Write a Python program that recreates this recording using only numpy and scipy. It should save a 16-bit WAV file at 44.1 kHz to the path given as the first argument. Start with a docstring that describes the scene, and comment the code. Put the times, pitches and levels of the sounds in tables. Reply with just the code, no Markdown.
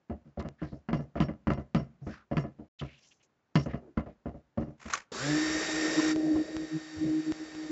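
"""Knocks in a plastic bowl on a table come first: a stick blender, still off, is stirred through thick batter.
Damped modes make the knocks and band-limited noise the squelches; the grip rubs and clicks.
Then the motor spins up: shaft harmonics whine and hum, and noise bursts give brush hiss and churned batter.
Dry ticks with a low thud, a short reverberation and a faint noise floor join in; later the treble drops.
A close mono microphone with a noise gate hears it; the sound cuts out once before the motor starts."""
import sys
import numpy as np
from scipy import signal
from scipy.fft import rfft, irfft, next_fast_len
from scipy.io import wavfile
from scipy.ndimage import uniform_filter1d, map_coordinates

SR = 44100
rng = np.random.default_rng(int(sys.argv[2]) if len(sys.argv) > 2 else 0)


def file_out(sig):
    """Save sig as 16-bit WAV at sys.argv[1]."""
    # one column per channel
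    cols = np.atleast_2d(sig).T
    # limit, then scale
    lim = np.clip(cols, -1, 1)
    pcm = np.round(lim * 32767).astype(np.int16)
    wavfile.write(sys.argv[1], SR, pcm)


N = 340011
T = np.arange(N) / SR

# modes of the filled bowl on the table, before the hand damps them: (f/Hz, relative level/dB, t60/s)
BOWL_MODES = [(66.6, -11, 1), (133.6, 4.5, 0.28), (225.5, 5, 0.076), (302.8, -3.5, 0.17),
              (359.3, -10, 0.085), (479.5, -10, 0.069), (570.4, -3.5, 0.069), (680.2, -10.5, 0.12),
              (1006, 0.5, 0.091), (1119, 0.5, 0.054), (1270, 5, 0.03), (1350, -8, 0.086),
              (1710, -9.5, 0.12), (2050, -14.5, 0.19), (2820, -20.5, 0.22)]
# low knocks: stirring strokes, then a thud of the grip and a gulp at the running blade:
# (t/s, table thump level/dB, bowl body level/dB, bowl wall level before a 5 dB cut/dB)
BLOWS = [(.097, -60, -31.5, -50.5), (0.253, -51, -53, -68), (.373, -43, -32, -55),
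         (.397, -49, -38.5, -41.5), (0.448, -41.5, -37.5, -46), (0.617, -36.5, -34, -43),
         (0.719, -44, -38, -60), (.887, -42, -32.5, -39), (.909, -46, -35.5, -54), (.93, -28.5, -29, -34.5),
         (0.99, -36.5, -36, -50.5), (1.155, -51, -31.5, -40.5), (1.172, -48, -39.5, -43),
         (1.203, -25, -25.5, -32.5), (1.284, -42.5, -33.5, -42), (1.47, -34, -25, -34),
         (1.503, -29.5, -28, -32), (1.574, -40, -36, -46), (1.747, -25.5, -26.5, -32),
         (1.797, -36, -38, -46.5), (2.014, -39, -50.5, -70), (2.066, -51, -35, -48.5),
         (2.313, -36.5, -28.5, -42), (2.369, -27, -28, -33), (2.439, -45, -35, -45.5),
         (2.586, -53, -41, -64), (2.813, -36, -35.5, -43.5), (3.555, -22, -25.5, -27),
         (3.659, -39, -30.5, -44.5), (3.734, -40, -33, -43.5), (3.972, -64, -27.5, -35.5),
         (4.06, -57.5, -40.5, -54.5), (4.257, -45, -32, -45), (4.341, -50, -42.5, -60),
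         (4.574, -36, -27.5, -44), (4.613, -40, -38.5, -49.5), (4.669, -43, -40.5, -58.5),
         (4.855, -62.5, -40, -47), (7.04, -30.5, -35, -77)]
SWITCH_ON_S = 5.117


def amp(db):
    """Level law: decibels to amplitude gain."""
    return 10 ** (np.asarray(db) / 20)


def unit(x):
    """Power normalisation: scale to rms 1."""
    return x / np.sqrt(np.mean(x ** 2) + 1e-20)


def struck(x):
    """Onset normalisation: scale a blow to rms 1 over its first fortieth of a second."""
    return x / np.sqrt(np.mean(x[:SR // 40] ** 2) + 1e-20)


def along(points, hz):
    """Logarithmic frequency scale: interpolate (f/Hz, value) points along it."""
    f, v = np.transpose(points)
    return np.interp(np.log(hz + 1), np.log(f + 1), v)


def curves(rows):
    """Linear interpolation in time: one signal for each column after the time."""
    s, *cols = np.transpose(rows)
    return [np.interp(T, s, c) for c in cols]


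def wobble(rate):
    """Slow random modulation: a smooth curve through rate random knots a second."""
    return map_coordinates(rng.standard_normal(int(N * rate / SR) + 4), [T * rate])


def filtered(x, response):
    """Linear filtering: multiply the spectrum by a response of frequency."""
    m = next_fast_len(len(x) + 8192)
    return irfft(rfft(x, m) * response(np.fft.rfftfreq(m, 1 / SR)), m)[:len(x)]


def noise(spectrum, size=N):
    """Spectral shaping: white noise coloured by (f/Hz, relative level/dB) points, rms 1."""
    return unit(filtered(rng.standard_normal(size), lambda hz: amp(along(spectrum, hz))))


def add(track, s, sound):
    """Superposition: mix a sound into the track at s seconds."""
    part = track[round(s * SR):][:len(sound)]
    part += sound[:len(part)]


def ringing(modes, t, scatter_db, detune):
    """Modal decay: a damped sine per mode, its strength and pitch varying with the point of contact."""
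    hz, db, t60 = np.transpose(modes)[:, :, None]
    strength, shift = rng.standard_normal((2, len(modes), 1))
    level = amp(db + scatter_db * strength - 60 * t / t60)
    return level * np.sin(2 * np.pi * hz * (1 + detune * shift) * t)


def table_thump(t, group):
    """Contact stiffening: the thump starts sharp while the head presses on the bowl, then settles."""
    bend, bend_s = 0.43, 0.013  # mean fractional rise in pitch, settling time in s
    press = 2 * rng.random()  # the hand bears down differently on every blow
    bent = t + press * bend * bend_s * (1 - np.exp(-t / bend_s))
    modes = ringing(BOWL_MODES, bent, scatter_db=1.5, detune=.012)
    return struck(modes[group == 1].sum(axis=0) * (1 - np.exp(-t / .003)))


def bowl_ring(t, group):
    """Repeated excitation: slaps of batter ring the modes of body and wall anew after a blow."""
    rate, patter_db, patter_t60 = 130, -9.5, 0.23  # slaps per second, dB relative to the blow, s
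    modes = ringing(BOWL_MODES, t, scatter_db=2.5, detune=.007)
    slaps = (rng.random(len(t)) < rate / SR) * rng.standard_normal(len(t))
    patter = slaps * amp(patter_db - 60 * t / patter_t60)
    patter[0] = 1  # the blow itself
    return [struck(signal.fftconvolve(modes[part].sum(axis=0), patter)[:len(t)])
            for part in (group % 2 == 0, group == 3)]


def contact_noise(t, wall_db, square_db):
    """Impact and friction: a broadband crack, then a scrape as the rim chatters along the bowl."""
    # contact noise of a landing, before its treble is set: (f/Hz, relative level/dB)
    crack_tone = [(300, -35.5), (600, -3.5), (830, -7.5), (1200, 9), (1500, -4), (1950, 0.5), (2400, -6),
                  (2900, -2.5), (3700, -17.5), (4700, -11), (6000, -21), (8000, -28)]
    glance_db, square_grows = -11.5, 0.93  # treble of a glancing blow, dB per dB of squareness
    knots = t[::SR // 250]
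    chatter = amp(3.5 * np.interp(t, knots, rng.standard_normal(len(knots))))
    # light contacts are mostly scrape
    scrape_db = -12.0 - 0.19 * (wall_db + 39.5) - 0.12 * square_db
    scrape = amp(scrape_db - 60 * t / 0.15) * chatter
    bright_db = glance_db + square_grows * square_db
    # the treble change fades in over the octave above 1900 Hz
    colour = [(hz, db + bright_db * np.clip(np.log2(hz / 1900), 0, 1)) for hz, db in crack_tone]
    return struck(noise(colour, size=len(t)) * (amp(-60 * t / 0.0086) + scrape))


def knocks():
    """Modal impact: each blow thumps the table, rings the bowl and shakes the batter."""
    # shaken batter: (f/Hz, relative level/dB)
    slosh_tone = [(30, -18), (70, 9), (110, -5), (220, 1), (330, -4.5), (480, -8), (680, -6), (850, -18.5),
                  (2000, -64.5)]
    slosh_db, contact_db = -2.5, 0.5  # relative to the bowl's body and to its wall
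    square_from_db = -37  # a thump above this is a square landing
    guard_db, guard_grows = -84.5, 2.22  # steel blade guard: lowest level, dB per dB of squareness
    out, t = np.zeros(N), np.arange(SR // 3) / SR
    # group 1 is the table thump, 0 and 2 the bowl's body, 3 its wall
    group = np.digitize([m[0] for m in BOWL_MODES], [100, 218, 900])
    choke = np.exp(-(t / 0.078) ** 3)  # the hand and the batter smother the ring
    steel = np.sin(2 * np.pi * 5530 * t) * np.exp(-((t - .046) / .024) ** 2)
    for s, thump_db, body_db, wall_db in BLOWS:
        square_db = max(thump_db - square_from_db, 0)
        thump = table_thump(t, group)
        body, wall = bowl_ring(t, group)
        contact = contact_noise(t, wall_db, square_db)
        slosh = noise(slosh_tone, size=len(t)) * amp(-60 * t / 0.33) * (1 - np.exp(-t / 0.0007))
        blow = amp(thump_db) * thump + amp(body_db) * (body + amp(slosh_db) * slosh)
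        blow += amp(wall_db - 5.0) * (wall + amp(contact_db) * contact)
        # batter softens the onset of light and glancing blows; time constant in s
        cushion = np.clip(0.0015 * amp(-.5 * (wall_db + 37.0) - 0.59 * square_db), .0008, .012)
        add(out, s, blow * choke * (1 - np.exp(-t / cushion)))
        if square_db > 0:  # only square landings ring the guard
            add(out, s, amp(guard_db + guard_grows * square_db) * steel)
    return out


def smears():
    """Frictional and bubble noise: batter and gloves hiss as they slide, and the running blade gulps."""
    # wet smears, rubs and gulps, faint to loud: (t/s, length before stretching/s, level/dB, centre f/Hz)
    wet_sounds = [(0.391, 0.026, -59.5, 3480), (0.61, 0.2, -75.5, 5100), (0.582, 0.12, -61, 1770),
                  (2.049, 0.17, -70, 5260), (2.058, 0.19, -58, 1350), (2.788, 0.037, -52, 3340),
                  (2.795, 0.26, -63, 2630), (2.962, 0.25, -68.5, 6200), (3.029, 0.05, -68, 3040),
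                  (3.106, 0.032, -63, 2760), (3.196, 0.066, -73, 2920), (3.223, 0.046, -70, 6370),
                  (3.545, 0.14, -61.5, 5800), (3.683, 0.07, -58, 1880), (3.788, 0.17, -58.5, 327),
                  (4.052, 0.11, -77, 1660), (5.974, 0.039, -40, 1020), (6.146, 0.32, -45.5, 660),
                  (6.345, 0.077, -35.5, 416), (6.349, 0.038, -36, 1060), (6.333, 0.057, -42.5, 69),
                  (6.956, 0.054, -43.5, 88)]
    out, grain = np.zeros(N), amp(2.2 * wobble(160))
    # batter slides after each knock, 43 dB under the thump
    slides = [(s, 0.072, thump_db - 43, 5400) for s, thump_db, *_ in BLOWS]
    for s, length, db, centre_hz in wet_sounds + slides:
        u = np.linspace(0, 1, int(length * SR * 1.124))  # stretched length
        band = [(centre_hz / 4, -26), (centre_hz / 1.4, -11), (centre_hz, 0),
                (centre_hz * 1.4, -12), (centre_hz * 3, -28), (centre_hz * 8, -60)]
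        # the pocket of air changes shape, so its pitch wanders
        bends = map_coordinates(rng.standard_normal(8), [u * length * 20], mode="mirror")
        pitch = np.exp(.1 * bends)
        squelch = map_coordinates(noise(band, size=len(u)), [np.cumsum(pitch)], mode="mirror")
        add(out, s, amp(db) * squelch * unit(u * (1 - u) ** 2))
    return out * unit(grain)


def shaft_speed():
    """Exponential run-up: turns per second approach a running speed that wanders with the batter's drag."""
    # running speed: (t/s, turns per second)
    running_points = [(5.7, 156.6), (6.05, 156.2), (6.35, 155.4), (6.53, 157.3), (6.76, 157.1),
                      (6.9, 155.9), (7.15, 156.4), (7.5, 156.1), (7.7, 155.3)]
    start_hz, spin_up_s = 48, .071
    running, = curves(running_points)
    return running - (running - start_hz) * np.exp(-np.maximum(T - SWITCH_ON_S, 0) / spin_up_s)


def swells(rows):
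    """Load modulation: the batter's load on the blade as a gain that builds up, holds and lets go."""
    attack_s, release_s = 0.048, 0.026

    def ramp(u):
        return np.sin(np.pi / 2 * np.clip(u, 0, 1)) ** 2

    gains = [amp(db) * ramp((T - s) / attack_s) * ramp(1 - (T - s - length) / release_s)
             for s, length, db in rows]
    return np.max(gains, axis=0)


def motor(pace, shaft, mains):
    """Sidebands and resonance: mains torque splits the commutator's orders; brush noise excites the shell."""
    # lines of the whine: (multiple of the shaft speed, offset in mains cycles)
    whine_lines = [(12, -4), (12, -1), (12, 0), (24, -2), (24, -1), (24, 1), (30, -1), (30, 0), (36, -1),
                   (36, 1), (48, -2)]
    # their levels at top speed, in the same order: level/dB
    whine_levels = [-51.5, -39.5, -42.5, -55, -54.5, -49.5, -53, -55.5, -48, -55, -55]
    # brush noise at top speed: (f/Hz, relative level/dB)
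    brush_tone = [(300, -40), (700, -6.5), (950, -1), (1400, 5), (2000, 6.5), (2700, -0.5), (4100, -8),
                  (5200, 0.5), (6600, -4), (7800, -2)]
    # resonances of the shell: (f/Hz, width/Hz, relative level/dB)
    shell_modes = [(1426, 18, -11), (3740, 170, 1), (4615, 200, -1.5), (5520, 450, -2.5), (7350, 240, -1.5)]
    drift = wobble(1.875)  # the whine swells and ebbs as the hand turns the housing
    whine = np.zeros(N)
    for (k, side), db in zip(whine_lines, whine_levels):
        level = amp(db + 1.2 * wobble(8) + 1.5 * drift)
        whine += level * np.sin(k * shaft + side * mains + .2 * wobble(25))

    def shell(f):
        return sum((-1) ** k * amp(db) * 1j * f * w / (c * c - f * f + 1j * f * w)
                   for k, (c, w, db) in enumerate(shell_modes))

    # the brushes scrape in step with the shaft, brighter as it speeds up
    scrape = unit(1 + .2 * np.cos(5 * shaft))
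    brushes = map_coordinates(noise(brush_tone), [np.cumsum(np.sqrt(pace))])
    shell_noise = unit(filtered(rng.standard_normal(N), shell))
    hiss = scrape * (amp(-34.3) * brushes + amp(-44) * shell_noise)
    fan = np.sin(5 * shaft + .2 * wobble(20))  # five-bladed cooling fan
    return pace * hiss + pace ** 3 * (whine + amp(-52.5) * fan)


def blade(speed, pace, shaft, mains):
    """Blade-passing harmonics: two wings hum under the batter's load while torn batter makes noise."""
    # the batter grips the blade: (t/s, length/s, hum level before a 1.5 dB lift/dB)
    bites = [(5.215, 0.072, -35), (5.257, 0.17, -27.5), (5.39, 0.21, -33), (5.67, 0.26, -33),
             (5.784, 0.076, -28.5), (5.953, 0.037, -20), (6.003, 0.41, -25.5), (6.279, 0.064, -18.5),
             (6.5, 0.14, -31), (6.691, 0.078, -29), (6.897, 0.37, -38.5), (6.988, 0.21, -24.5),
             (7.247, 0.061, -23.5), (7.374, 0.055, -33.5), (7.539, 0.12, -36.5), (7.68, .05, -23)]
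    # the blade draws in air and growls: (t/s, length/s, level/dB)
    growls = [(5.19, 0.16, -49), (6.14, 0.17, -43)]
    # churning noise, before a 0.15 dB cut; the overtones start from 8 dB below: (t/s, level/dB)
    churn_levels = [(5.13, -43.5), (6.05, -38), (6.13, -48), (6.16, -39), (6.38, -44.5), (6.5, -43),
                    (6.9, -58), (7.06, -44), (7.24, -55.5), (7.3, -47), (7.35, -54), (7.68, -51.5)]
    # batter torn by the blade: (f/Hz, relative level/dB)
    churn_tone = [(30, -52), (65, 4.5), (100, -30), (160, -2.5), (230, -7), (330, 2.5), (450, 3),
                  (620, -3.5), (760, -6), (950, -13.5), (2000, -50)]
    churn_db, = curves(churn_levels)
    hum = np.hypot(swells(bites), amp(-45) * pace ** 2)  # the second term is the free hum
    # two wings pass twice a turn; the batter loads them unevenly
    uneven = amp(1.3 * wobble(45)) * (1 + .15 * np.cos(mains))
    wings = uneven * np.sin(2 * shaft + .25 * wobble(35))
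    out = amp(1.5) * hum * wings
    # the once-a-turn shake swells as the shaft runs up through the bowl's main mode
    resonance = amp(-44) * np.exp(-((speed - BOWL_MODES[1][0]) / 12.2) ** 2)
    shake = hum * amp(-20.5) + resonance
    out += shake * amp(6.0 * wobble(25)) * np.sin(shaft + 0.12 * wobble(27))

    def overtone(k):
        return amp(3 * wobble(60)) * np.sin(k * shaft + .6 * wobble(70))

    out += amp(churn_db - 8) * (overtone(3) + overtone(4))
    out += swells(growls) * (overtone(4) + overtone(5) / 2)
    lumps = unit(amp(2.5 * wobble(70)))
    return out + amp(churn_db - 0.15) * noise(churn_tone) * lumps


def blender():
    """Rotating source: motor and blade share one shaft phase, the integral of its speed."""
    speed = shaft_speed()
    pace = speed / speed.max()
    on = np.clip((T - SWITCH_ON_S) / 0.0026, 0, 1)
    shaft = 2 * np.pi * np.cumsum(speed * (1 + .0005 * wobble(40))) / SR
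    mains = 2 * np.pi * 60 * T
    return on * (motor(pace, shaft, mains) + blade(speed, pace, shaft, mains))


def handling():
    """Friction and snap: the glove rubs over the housing, whose damped modes ring as it clicks."""
    # the hand shifts on the housing: (t/s, level/dB)
    grip_levels = [(4.78, -74), (4.81, -53), (4.87, -48.5), (4.95, -38), (5.01, -52.5), (5.06, -76)]
    # colour of the rub: (f/Hz, relative level/dB)
    grip_tone = [(300, -12.5), (1100, -3), (2200, -3), (3500, -14.5), (6800, -12.5), (8000, -14)]
    # the housing and its switch click: (t/s, level before a 9.5 dB cut/dB)
    snaps = [(4.936, -23.5), (4.943, -39.5), (5.121, -75.5)]
    # modes of the housing: (f/Hz, relative level/dB, t60/s)
    housing_modes = [(1132, 4, 0.081), (1365, -0.5, 0.05), (2180, -1, 0.064), (4170, 7, 0.0059),
                     (6760, 1.5, 0.024)]
    grip_db, = curves(grip_levels)
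    held = (T > grip_levels[0][0]) & (T < grip_levels[-1][0])
    out = held * amp(grip_db) * noise(grip_tone) * unit(amp(4.3 * wobble(180)))
    t = np.arange(SR // 5) / SR
    snap_tone = [(500, -58), (1200, 23.0), (4000, -1.5), (6500, 15.0), (8000, -4.5)]
    for s, db in snaps:
        crack = noise(snap_tone, size=len(t)) * amp(-60 * t / 0.029)
        ring = ringing(housing_modes, t, scatter_db=1.5, detune=.003).sum(axis=0)
        add(out, s, amp(db - 9.5) * (struck(ring) + amp(2.5) * struck(crack)))
    return out


def ticks():
    """Impulsive transient: each tick is a fast-damped cosine on a stronger, longer low bump."""
    # dry ticks with a low thud: (t/s, level of the cosine/dB)
    tick_rows = [(0.426, -47.5), (.488, -39), (1.536, -38), (6.161, -30.5), (6.567, -29.5), (7.322, -29),
                 (7.55, -39.5)]
    out, t = np.zeros(N), np.arange(SR // 100) / SR
    click = np.exp(-t / 0.000061) * np.cos(2 * np.pi * 1500 * t)
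    bump = 2.1 * np.exp(-t / 0.00067)
    for s, db in tick_rows:
        add(out, s, amp(db) * (click + bump))
    return out


def kitchen(x):
    """Diffuse reverberation: convolve with decaying noise, as in a small room whose treble dies first."""
    # decay of the room: (f/Hz, t60/s)
    room_decay = [(150, 0.54), (2000, 0.32), (8000, 0.19)]
    hz, t, z = signal.stft(rng.standard_normal(SR // 2), SR, nperseg=256)
    decay = amp(-60 * t / along(room_decay, hz)[:, None])
    tail = signal.istft(z * decay, SR, nperseg=256)[1]
    delayed = np.pad(tail / np.linalg.norm(tail), (SR // 150, 0))
    return signal.fftconvolve(x, delayed)[:N]


def quiet_room():
    """Stationary noise: the faint coloured floor of a quiet kitchen."""
    # (f/Hz, relative level/dB)
    floor_tone = [(30, -17), (140, -3.5), (700, -11), (1700, -16.5), (3300, -26.5), (8000, -32)]
    return amp(-72.0) * noise(floor_tone)


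def treble_drop(x):
    """Time-varying filtering: crossfade to a dulled spectrum, which then stays."""
    # (f/Hz, gain/dB)
    dull_tone = [(600, -2), (800, -10), (1050, -14.5), (1800, -16.5), (4200, -14.5), (4600, -11.5),
                 (5000, -16.5), (8000, -16.5)]
    dulled = np.clip((T - 6.115) / 0.024, 0, 1)
    return (1 - dulled) * x + dulled * filtered(x, lambda hz: amp(along(dull_tone, hz)))


def scene():
    """Superposition of near sources: all are close to the microphone, alike in both channels."""
    stirring = knocks() + smears() + handling()
    mono = stirring + amp(-23.0) * kitchen(stirring) + blender() + quiet_room()
    mono = treble_drop(mono) + ticks()  # the ticks keep their treble
    return np.array([mono, mono])


def record(dry, gate_db=-56, depth_db=7):
    """Level-dependent gain and band limiting: a gate shortens the tails, and the sound cuts out once."""
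    # the sound cuts out: (start t/s, end t/s)
    gap = (2.684, 2.787)
    top_hz = 8250
    level_db = 10 * np.log10(np.abs(uniform_filter1d(dry[0] ** 2, size=900)) + 1e-12)
    gate = amp(np.clip(0.27 * (level_db - gate_db), -depth_db, 0))
    gain = gate * ((T < gap[0]) | (T > gap[1]))
    edge = [(7400, 0), (7800, -11), (8200, -32)]  # (f/Hz, gain/dB)
    low_cut = signal.butter(2, 48, "highpass", fs=SR, output="sos")

    def band(hz):
        return amp(along(edge, hz)) * (hz < top_hz)

    return np.array([filtered(signal.sosfilt(low_cut, x) * gain, band) for x in dry])


dry = scene()
out = record(dry)
file_out(out)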